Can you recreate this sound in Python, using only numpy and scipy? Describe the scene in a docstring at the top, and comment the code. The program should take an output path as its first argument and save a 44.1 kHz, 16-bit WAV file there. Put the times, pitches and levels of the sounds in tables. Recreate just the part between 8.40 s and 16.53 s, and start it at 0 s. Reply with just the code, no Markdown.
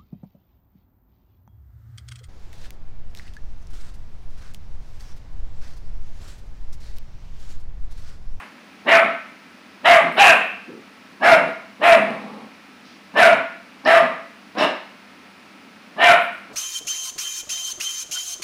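"""An appliance hums in a hard kitchen, where an earlier bark is dying away. A puppy on the floor barks
three times at a cupboard, collar tinkling, flops down and barks twice, brushes the floor with a paw,
then barks four times more. Each bark opens with a grunt and a bright yap of the vocal folds, goes on
as an arching tone with a hoarse rasp filtered by throat and mouth, and mostly trails off in a growl.
The room reverberates after each, and the loud ones overload the small microphone."""
import sys
import numpy as np
from scipy import signal
from scipy.fft import rfft, irfft, next_fast_len
from scipy.io import wavfile
from scipy.ndimage import map_coordinates

SR = 44100
rng = np.random.default_rng(int(sys.argv[2]) if len(sys.argv) > 2 else 0)


def waveform_to_disk(signal):
    """Save audio, clipped to [-1, 1], as 16-bit WAV at the path in sys.argv[1]."""
    frames = np.transpose(np.atleast_2d(signal))
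    scaled = np.clip(frames, -1, 1) * 32767
    samples = np.round(scaled).astype(np.int16)
    wavfile.write(sys.argv[1], SR, samples)


N = 358533

# Barks: (start [s], attack [s], time to pitch crest [s], time to release [s], rasp [dB], tone [dB],
#   crest pitch [Hz], time to mouth slide [s], early formant [Hz], late formant [Hz], squeal [dB],
#   jaw opening [0-1], mouth formant [dB], upper formant [Hz], upper formant [dB],
#   then three emphases that are weighted by frequency: chest [dB], hiss [dB], nasal bite [dB])
BARKS = [ (.457, 0.013, 0.09, .12, -11, -12, 674, 0.082, 2003, 1297, -8, 0.78, 9, 2264, 11.5, 7, -1.5, 10.5),
         (1.44, 0.0067, 0.043, 0.12, -11, -7, 706, .1, 2000, 1180, -10, 1, -5, 2150, 5.5, -26, 1, 12),
         (1.757, 0.014, .052, 0.14, -8, -10.5, 810.7, 0.1, 1802, 1583, -17, 1, 3, 2580, 14.5, -2.5, 7.5, 14),
         (2.808, 0.013, 0.077, 0.13, -11.5, -8.5, 689.7, 0.059, 1742, 1413, -5, 0.33, -16, 2240, 5, 4.5, -0.5, -18),
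         (3.405, 0.013, 0.072, 0.13, -12.5, -6.5, 691.5, 0.12, 1880, 1185, -9.5, 1, -21, 2460, 5.5, 5, 0, 8),
         (4.745, 0.013, .078, .122, -11, -6, 681.2, 0.075, 1837, 1400, -4, 0.6, 5.5, 2380, 3, 4, 2.5, -2),
         (5.445, 0.0083, .07, .13, -13.5, -8.5, 690, 0.078, 1845, 1215, -5.5, 0.3, 7.5, 1960, 4.5, 3, 0, -7),
         (6.153, 0.013, .068, 0.089, -16.5, -19.5, 609, 0.15, 1060, 950, -23, 0.11, -18, 3000, -1, 18, 5.5, -5.5),
         (7.569, .023, .1, 0.15, -10.5, -9.5, 714, 0.11, 1817, 1390, -4.5, 0.66, 8, 2300, 9, 0, 4, 18), ]
# Harmonics of the sustained tone, from the fundamental up: (level [dB])
TONE_HARMONICS = [13, -7.5, -5, -23, -30]
# Harmonics of the opening yap, from the fundamental up: (level [dB])
YAP_HARMONICS = [-24, 6, 6.5, -2.5, -0.5, -12, -15]
# Response of the open vocal tract: (frequency [Hz], level [dB])
THROAT_RESPONSE = [(90, -63), (170, -23), (400, -6), (660, -2.5), (900, 4.5), (1300, 5), (2000, 3.5),
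                   (2700, -1), (3300, -13), (4700, -25.5), (5400, -29), (6700, -25), (11000, -23),
                   (15500, -45)]
# Resonances of the tract with the jaws shut: (frequency [Hz], half-width [Hz], level [dB])
NASAL_MODES = [(283, 29, -5), (700, 57, -7.5), (772, 198, 2.5), (1220, 65, -10.5), (1710, 150, -4.5),
               (2230, 55, -10.5), (2830, 215, -3), (3380, 66, -26), (3830, 330, -12), (5280, 110, -16.5)]
# Trailing growls: (start [s], duration [s], level [dB], decay [dB/s])
GROWLS = [(.61, .12, -28, 73), (1.6, 0.11, -25, 47), (1.91, 0.14, -29.5, 77), (2.965, 0.15, -27.5, 42),
          (3.555, 0.52, -26.5, 30.5), (4.9, 0.11, -24, 122), (5.61, 0.157, -29, 82), (7.745, 0.1, -33, 110),
          (8.085, 0.088, -45, 0)]
# Response of the chest: (frequency [Hz], level [dB])
CHEST_RESPONSE = [(90, -42), (135, -10.5), (180, -1.5), (260, 3), (340, -10.5), (480, -3.5), (620, -10),
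                  (1050, -8), (1500, -22), (3300, -29), (4000, -27), (6800, -50), (10000, -42),
                  (15000, -70)]
# Ticks of lips and teeth: (time [s], level [dB])
SMACKS = [(5.451, -26.5), (5.56, -37), (6.185, -21.5)]
# The body's flop, then a paw: (start [s], duration [s], level [dB], low edge [Hz], high edge [Hz])
SHUFFLES = [(2.277, 0.131, -35.5, 135, 527), (4.446, 0.14, -52.5, 2800, 5800)]
# Shakes of the collar: (time [s], level [dB])
JINGLES = [(1.715, -50), (1.95, -57), (2.03, -58), (3.07, -63), (3.66, -66), (7.8, -52), (7.92, -58)]
# Modes of the collar's metal ring: (frequency [Hz], level [dB], 60 dB decay time [s])
COLLAR_MODES = [(8000, -9, .15), (9600, 2, .2), (10800, 0, .15), (11970, 1, .22), (14600, -9, .15)]
# Reverberation of the kitchen: (frequency [Hz], 60 dB decay time [s])
KITCHEN_T60 = [(150, 0.24), (400, 0.45), (700, 0.47), (2200, 0.61), (4000, 0.53), (8000, 0.4),
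               (15000, 0.19)]
# Spectrum of the appliance's airflow: (frequency [Hz], level [dB])
AIR_SPECTRUM = [(85, 2.5), (130, -17.5), (200, -1.5), (270, -1), (380, -11.5), (650, -11.5), (1300, -11.5),
                (2500, -11), (3200, -18), (5200, -22), (7500, -33.5), (10500, -33.5), (13000, -42),
                (15500, -55)]
# The appliance's hum and whines: (frequency [Hz], level [dB])
HUM_PARTIALS = [(199.2, -59), (1315, -61), (15000, -76)]

ONSET_DB, TONE_SWELL_DB = 36, 14  # rise of the attack; the tone's further rise up to the pitch crest
RELEASE_S, RASP_RELEASE_DB_PER_S, TONE_RELEASE_DB_PER_S = 0.08, 252, 423
SCOOP, SLACK_HZ_PER_S = 0.26, 1860  # share of the pitch climbed at the start; its fall in the release
EASY_HZ, RELAX_S = 631.8, 0.08  # after the crest the folds relax toward an easy pitch
LIFT, LIFT_S, SLIDE_S = 0.1182, 0.0206, 0.02147  # the formant rises as the jaw drops, then slides down
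GROWL_ATTACK_S, GROWL_RELEASE_S = 0.0088, 0.026
GRUNT_LEAD_S, GRUNT_S, GRUNT_DB = 0.011, 0.041, -34.5  # a brief growl opens every bark
AIR_DB, BAND_LIMIT_HZ = -46.5, 15800


def barks():
    """Source and filter: the folds drive tone, yap and rasp; a squeal locks to the mouth formant."""
    out = np.zeros(N)
    for bark in BARKS:
        start, motion, squeal_db, muzzle = bark[0], bark[1:10], bark[10], bark[11:]
        rasp_db, tone_db, pitch_hz, mouth_hz = gesture(*motion)
        phase = uneven_phase(pitch_hz, jitter=0.023, wander=0.011)
        note = amp(tone_db) * tone(phase, shimmer_db=1.44)
        hoarse = rasp(phase, rasp_db, mouth_hz, muzzle)
        squeal = amp(squeal_db) * unit(np.sin(uneven_phase(mouth_hz, jitter=0.011, wander=0.0126)))
        harsh = amp(rasp_db) * (hoarse + squeal + yap(phase, db=-4.5, fade_s=0.049))
        edges = signal.windows.tukey(len(note), 0.05)
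        add(out, start, in_kitchen(edges * note, wet_db=-1.9))
        add(out, start, in_kitchen(edges * harsh, wet_db=-1.0))
    return out


def gesture(attack_s, crest_s, hold_s, rasp_db, tone_db, crest_hz, slide_at_s, early_hz, late_hz):
    """Articulation: in one push of the chest, levels swell and fall, pitch arches, the formant slides."""
    t = np.arange(round((hold_s + RELEASE_S) * SR)) / SR
    climb = np.maximum(1 - t / crest_s, 0)
    relaxed = 1 - np.exp(-np.maximum(t - crest_s, 0) / RELAX_S)
    slid = (1 + np.tanh((t - slide_at_s) / SLIDE_S)) / 2
    released_s = np.maximum(t - hold_s, 0)
    attack_db = -ONSET_DB * np.exp(-t / attack_s)
    rasp_level = rasp_db + attack_db - RASP_RELEASE_DB_PER_S * released_s
    tone_level = tone_db + attack_db - TONE_SWELL_DB * climb - TONE_RELEASE_DB_PER_S * released_s
    sag_hz = max(crest_hz - EASY_HZ, 0) * relaxed + SLACK_HZ_PER_S * released_s
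    pitch_hz = crest_hz * (1 - SCOOP * climb ** 2) - sag_hz
    mouth_hz = early_hz * (1 - LIFT * np.exp(-t / LIFT_S)) * (1 - slid) + late_hz * slid
    return rasp_level, tone_level, pitch_hz, mouth_hz


def tone(phase, shimmer_db):
    """Periodic vibration of the vocal folds gives a harmonic series; each partial flutters in level."""
    return unit(sum(amp(db + shimmer_db * wobble(218, len(phase))) * np.sin(k * phase)
                    for k, db in enumerate(TONE_HARMONICS, 1)))


def rasp(phase, level_db, mouth_hz, muzzle, gating=0.69, rattle_db=0.5, shut_s=0.0059, opening_s=0.14):
    """Turbulence, chopped by the folds, excites the resonances of the nose, then of the opening mouth."""
    jaw, mouth_db, upper_hz, upper_db, chest_db, hiss_db, bite_db = muzzle
    n = len(phase)
    puffs = noise(n) * (1 + gating * np.cos(phase)) * amp(rattle_db * wobble(298, n))
    hz, t, spectra = signal.stft(puffs, SR, nperseg=512, noverlap=384)
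    hz = hz[:, None]
    framed = lambda curve: np.interp(t * SR, np.arange(n), curve)
    peak = lambda centre_hz, half_width_hz, db: amp(db) / (1 + ((hz - centre_hz) / half_width_hz) ** 2)
    formants = peak(framed(mouth_hz), 67, mouth_db) + peak(upper_hz, 150, upper_db)
    oral = amp(along(THROAT_RESPONSE, hz)) * (1 + formants)
    nasal = sum(peak(*mode) for mode in NASAL_MODES)
    nasal *= amp(along([(90, -32), (230, -7)], hz))  # small nostrils radiate bass poorly
    nasal *= amp(bite_db * along([(2300, 0.28), (3100, 0.9), (4200, 0.34), (5000, 0.067)], hz))
    opening = jaw * np.clip((t - shut_s) / opening_s, 0, 1)
    bass_db = chest_db * along([(140, 0.16), (260, 0.98), (350, 0.45), (900, 0.3)], hz)
    treble_db = hiss_db * along([(2600, 0.11), (4500, 0.91)], hz)
    # a weak flow makes little treble, so each bark starts and ends dull
    dulling = 1.78 * along([(700, 0), (1700, 0.41), (4100, 0.91), (5600, 0.96)], hz)
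    slack_db = dulling * framed(level_db - level_db.max())
    gain = (opening * oral + (1 - opening) * nasal) * amp(bass_db + treble_db + slack_db)
    gain /= np.linalg.norm(gain, axis=0)
    return unit(signal.istft(spectra * gain, SR, nperseg=512, noverlap=384)[1][:n])


def yap(phase, db, fade_s):
    """Clean closure of the folds at the onset gives strong overtones, which decay exponentially."""
    t = np.arange(len(phase)) / SR
    overtones = sum(amp(level) * np.sin(k * phase) for k, level in enumerate(YAP_HARMONICS, 1))
    return amp(db) * np.exp(-t / fade_s) * unit(overtones)


def growls(flap_hz, scatter, flap_spread_db):
    """Aperiodic vibration: slack folds flap in a rush of air, and the chest resonates."""
    out = np.zeros(N)
    grunts = [(start - GRUNT_LEAD_S, GRUNT_S, GRUNT_DB, 0) for start, *_ in BARKS]
    for start, length, db, fade_db_per_s in list(GROWLS) + grunts:
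        n = round(length * SR)
        t = np.arange(n) / SR
        edges = np.minimum(t / GROWL_ATTACK_S, 1) * np.minimum((length - t) / GROWL_RELEASE_S, 1)
        push = amp(db - fade_db_per_s * t) * edges
        cycles = np.cumsum(flap_hz * np.exp(scatter * wobble(70, n))) / SR
        flaps = np.diff(np.floor(cycles), prepend=0) * amp(flap_spread_db * wobble(92, n))
        voice = coloured(unit(flaps) + 1.6 * noise(n), CHEST_RESPONSE)
        add(out, start, in_kitchen(push * voice, wet_db=0))
    return out


def smacks(t60=0.018):
    """Noise transients: short wet ticks as the jaws part."""
    out, t = np.zeros(N), np.arange(SR // 20) / SR
    for start, db in SMACKS:
        tick = coloured(noise(len(t)), [(2000, -30), (4000, 2.0), (5600, 9.5), (6800, -46)])
        add(out, start, in_kitchen(amp(db - 60 * t / t60) * tick, wet_db=3))
    return out


def shuffles(rise_s, fade_db):
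    """Friction of soft body and paw on the floor: fading noise in a band set by the contact."""
    out = np.zeros(N)
    for start, length, db, low_hz, high_hz in SHUFFLES:
        t = np.arange(round(length * SR)) / SR
        band = lambda hz: (1 - 1 / (1 + (hz / low_hz) ** 6)) / (1 + (hz / high_hz) ** 12)
        rub = unit(filtered(noise(len(t)), band))
        push = (1 - np.exp(-t / rise_s)) * amp(db - fade_db * t / length)
        add(out, start, in_kitchen(push * signal.windows.tukey(len(t), 0.1) * rub, wet_db=-7))
    return out


def collar(rise_s=0.003):
    """Free vibration: the collar's metal rings faintly in damped modes when the head jerks."""
    out, t = np.zeros(N), np.arange(SR // 3) / SR
    for start, db in JINGLES:
        ring = sum(amp(level + rng.normal(0, 2) - 60 * t / t60) * np.sin(2 * np.pi * hz * t)
                   for hz, level, t60 in COLLAR_MODES)
        add(out, start, in_kitchen(amp(db) * ring * (1 - np.exp(-t / rise_s)), wet_db=6))
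    return out


def in_kitchen(x, wet_db, gap_s=0.0035, standing_hz=672, standing_db=-36, standing_t60=0.49):
    """Reverberation: the direct sound, a diffuse field and one standing wave between the cupboards."""
    hz, t, spectra = signal.stft(noise(SR), SR, nperseg=256)
    decay = amp(-60 * t / along(KITCHEN_T60, hz)[:, None])
    diffuse = signal.istft(spectra * decay, SR, nperseg=256)[1]
    t = np.arange(len(diffuse)) / SR
    standing = np.sin(2 * np.pi * standing_hz * t) * amp(-60 * t / standing_t60)
    wet = signal.fftconvolve(x, (unit(diffuse) + amp(standing_db) * unit(standing)) * (t > gap_s))
    wet *= amp(wet_db) * np.linalg.norm(x) / np.linalg.norm(wet)
    add(wet, 0, x)
    return wet / np.hypot(1, amp(wet_db))


def dying_ring(level_db, t60):
    """Exponential decay: at the start the room still rings from an earlier bark."""
    t = np.arange(N) / SR
    return amp(level_db - 60 * t / t60) * coloured(rng.standard_normal(N), THROAT_RESPONSE)


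def appliance(drift_hz_at_1khz):
    """Broadband flow noise plus a line spectrum: a hum and thin whines, slightly unsteady in pitch."""
    t = np.arange(N) / SR
    air = coloured(rng.standard_normal(N), AIR_SPECTRUM)
    out = amp(AIR_DB) * unit(filtered(air, lambda hz: hz > 80))
    for hz, db in HUM_PARTIALS:
        drift_cycles = np.cumsum(drift_hz_at_1khz * np.sqrt(hz / 1000) * wobble(40, N)) / SR
        out += amp(db) * np.sqrt(2) * np.sin(2 * np.pi * (hz * t + drift_cycles))
    return out


def uneven_phase(hz, jitter, wander):
    """Phase as the integral of a frequency with fast jitter and slow wander."""
    n = len(hz)
    return 2 * np.pi * np.cumsum(hz * (1 + jitter * wobble(350.6, n) + wander * wobble(62.5, n))) / SR


def amp(db):
    """Decibels to gain."""
    return 10 ** (np.asarray(db) / 20)


def unit(x):
    """Normalisation to rms 1."""
    return x / np.sqrt(np.mean(x ** 2) + 1e-20)


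def along(points, hz):
    """Interpolation of (frequency [Hz], value) points on a log axis."""
    f, v = np.transpose(points)
    return np.interp(np.log(hz + 1), np.log(f), v)


def noise(n):
    """White noise, up to a second of it."""
    return rng.standard_normal(SR)[:n]


def wobble(rate, n):
    """A smooth random curve with rate knots a second."""
    return map_coordinates(rng.standard_normal(4096), [np.arange(n) * rate / SR], mode="wrap")


def filtered(x, response):
    """Linear filtering: the spectrum of x times a frequency response."""
    m = next_fast_len(len(x) + 8192)
    return irfft(rfft(x, m) * response(np.fft.rfftfreq(m, 1 / SR)), m)[:len(x)]


def coloured(x, spectrum):
    """Spectral shaping by (frequency [Hz], level [dB]) points, at rms 1."""
    return unit(filtered(x, lambda hz: amp(along(spectrum, hz))))


def add(track, start_s, x):
    """Superposition of x on the track from start_s."""
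    part = track[round(start_s * SR):][:len(x)]
    part += x[:len(part)]


def scene():
    """Superposition of puppy and kitchen at one listening point."""
    voice = barks() + growls(flap_hz=83.05, scatter=0.28, flap_spread_db=-5.5) + smacks()
    voice += dying_ring(level_db=-37, t60=0.48)
    floor = shuffles(rise_s=0.004, fade_db=6.5)
    return (voice + floor + appliance(drift_hz_at_1khz=4.84) + collar())[None]


def record(dry, ceiling=0.67, hardness=10, bass_db=-8):
    """Saturation and band limiting: the microphone flattens peaks and drops deep bass and top treble."""
    x = filtered(dry[0], lambda hz: 1 - 1 / (1 + (hz / 90) ** 12))
    x = x / (1 + np.abs(x / ceiling) ** hardness) ** (1 / hardness)
    return filtered(x, lambda hz: amp(along([(105, bass_db), (160, 0)], hz)) * (hz < BAND_LIMIT_HZ))[None]


dry = scene()
out = record(dry)
waveform_to_disk(out)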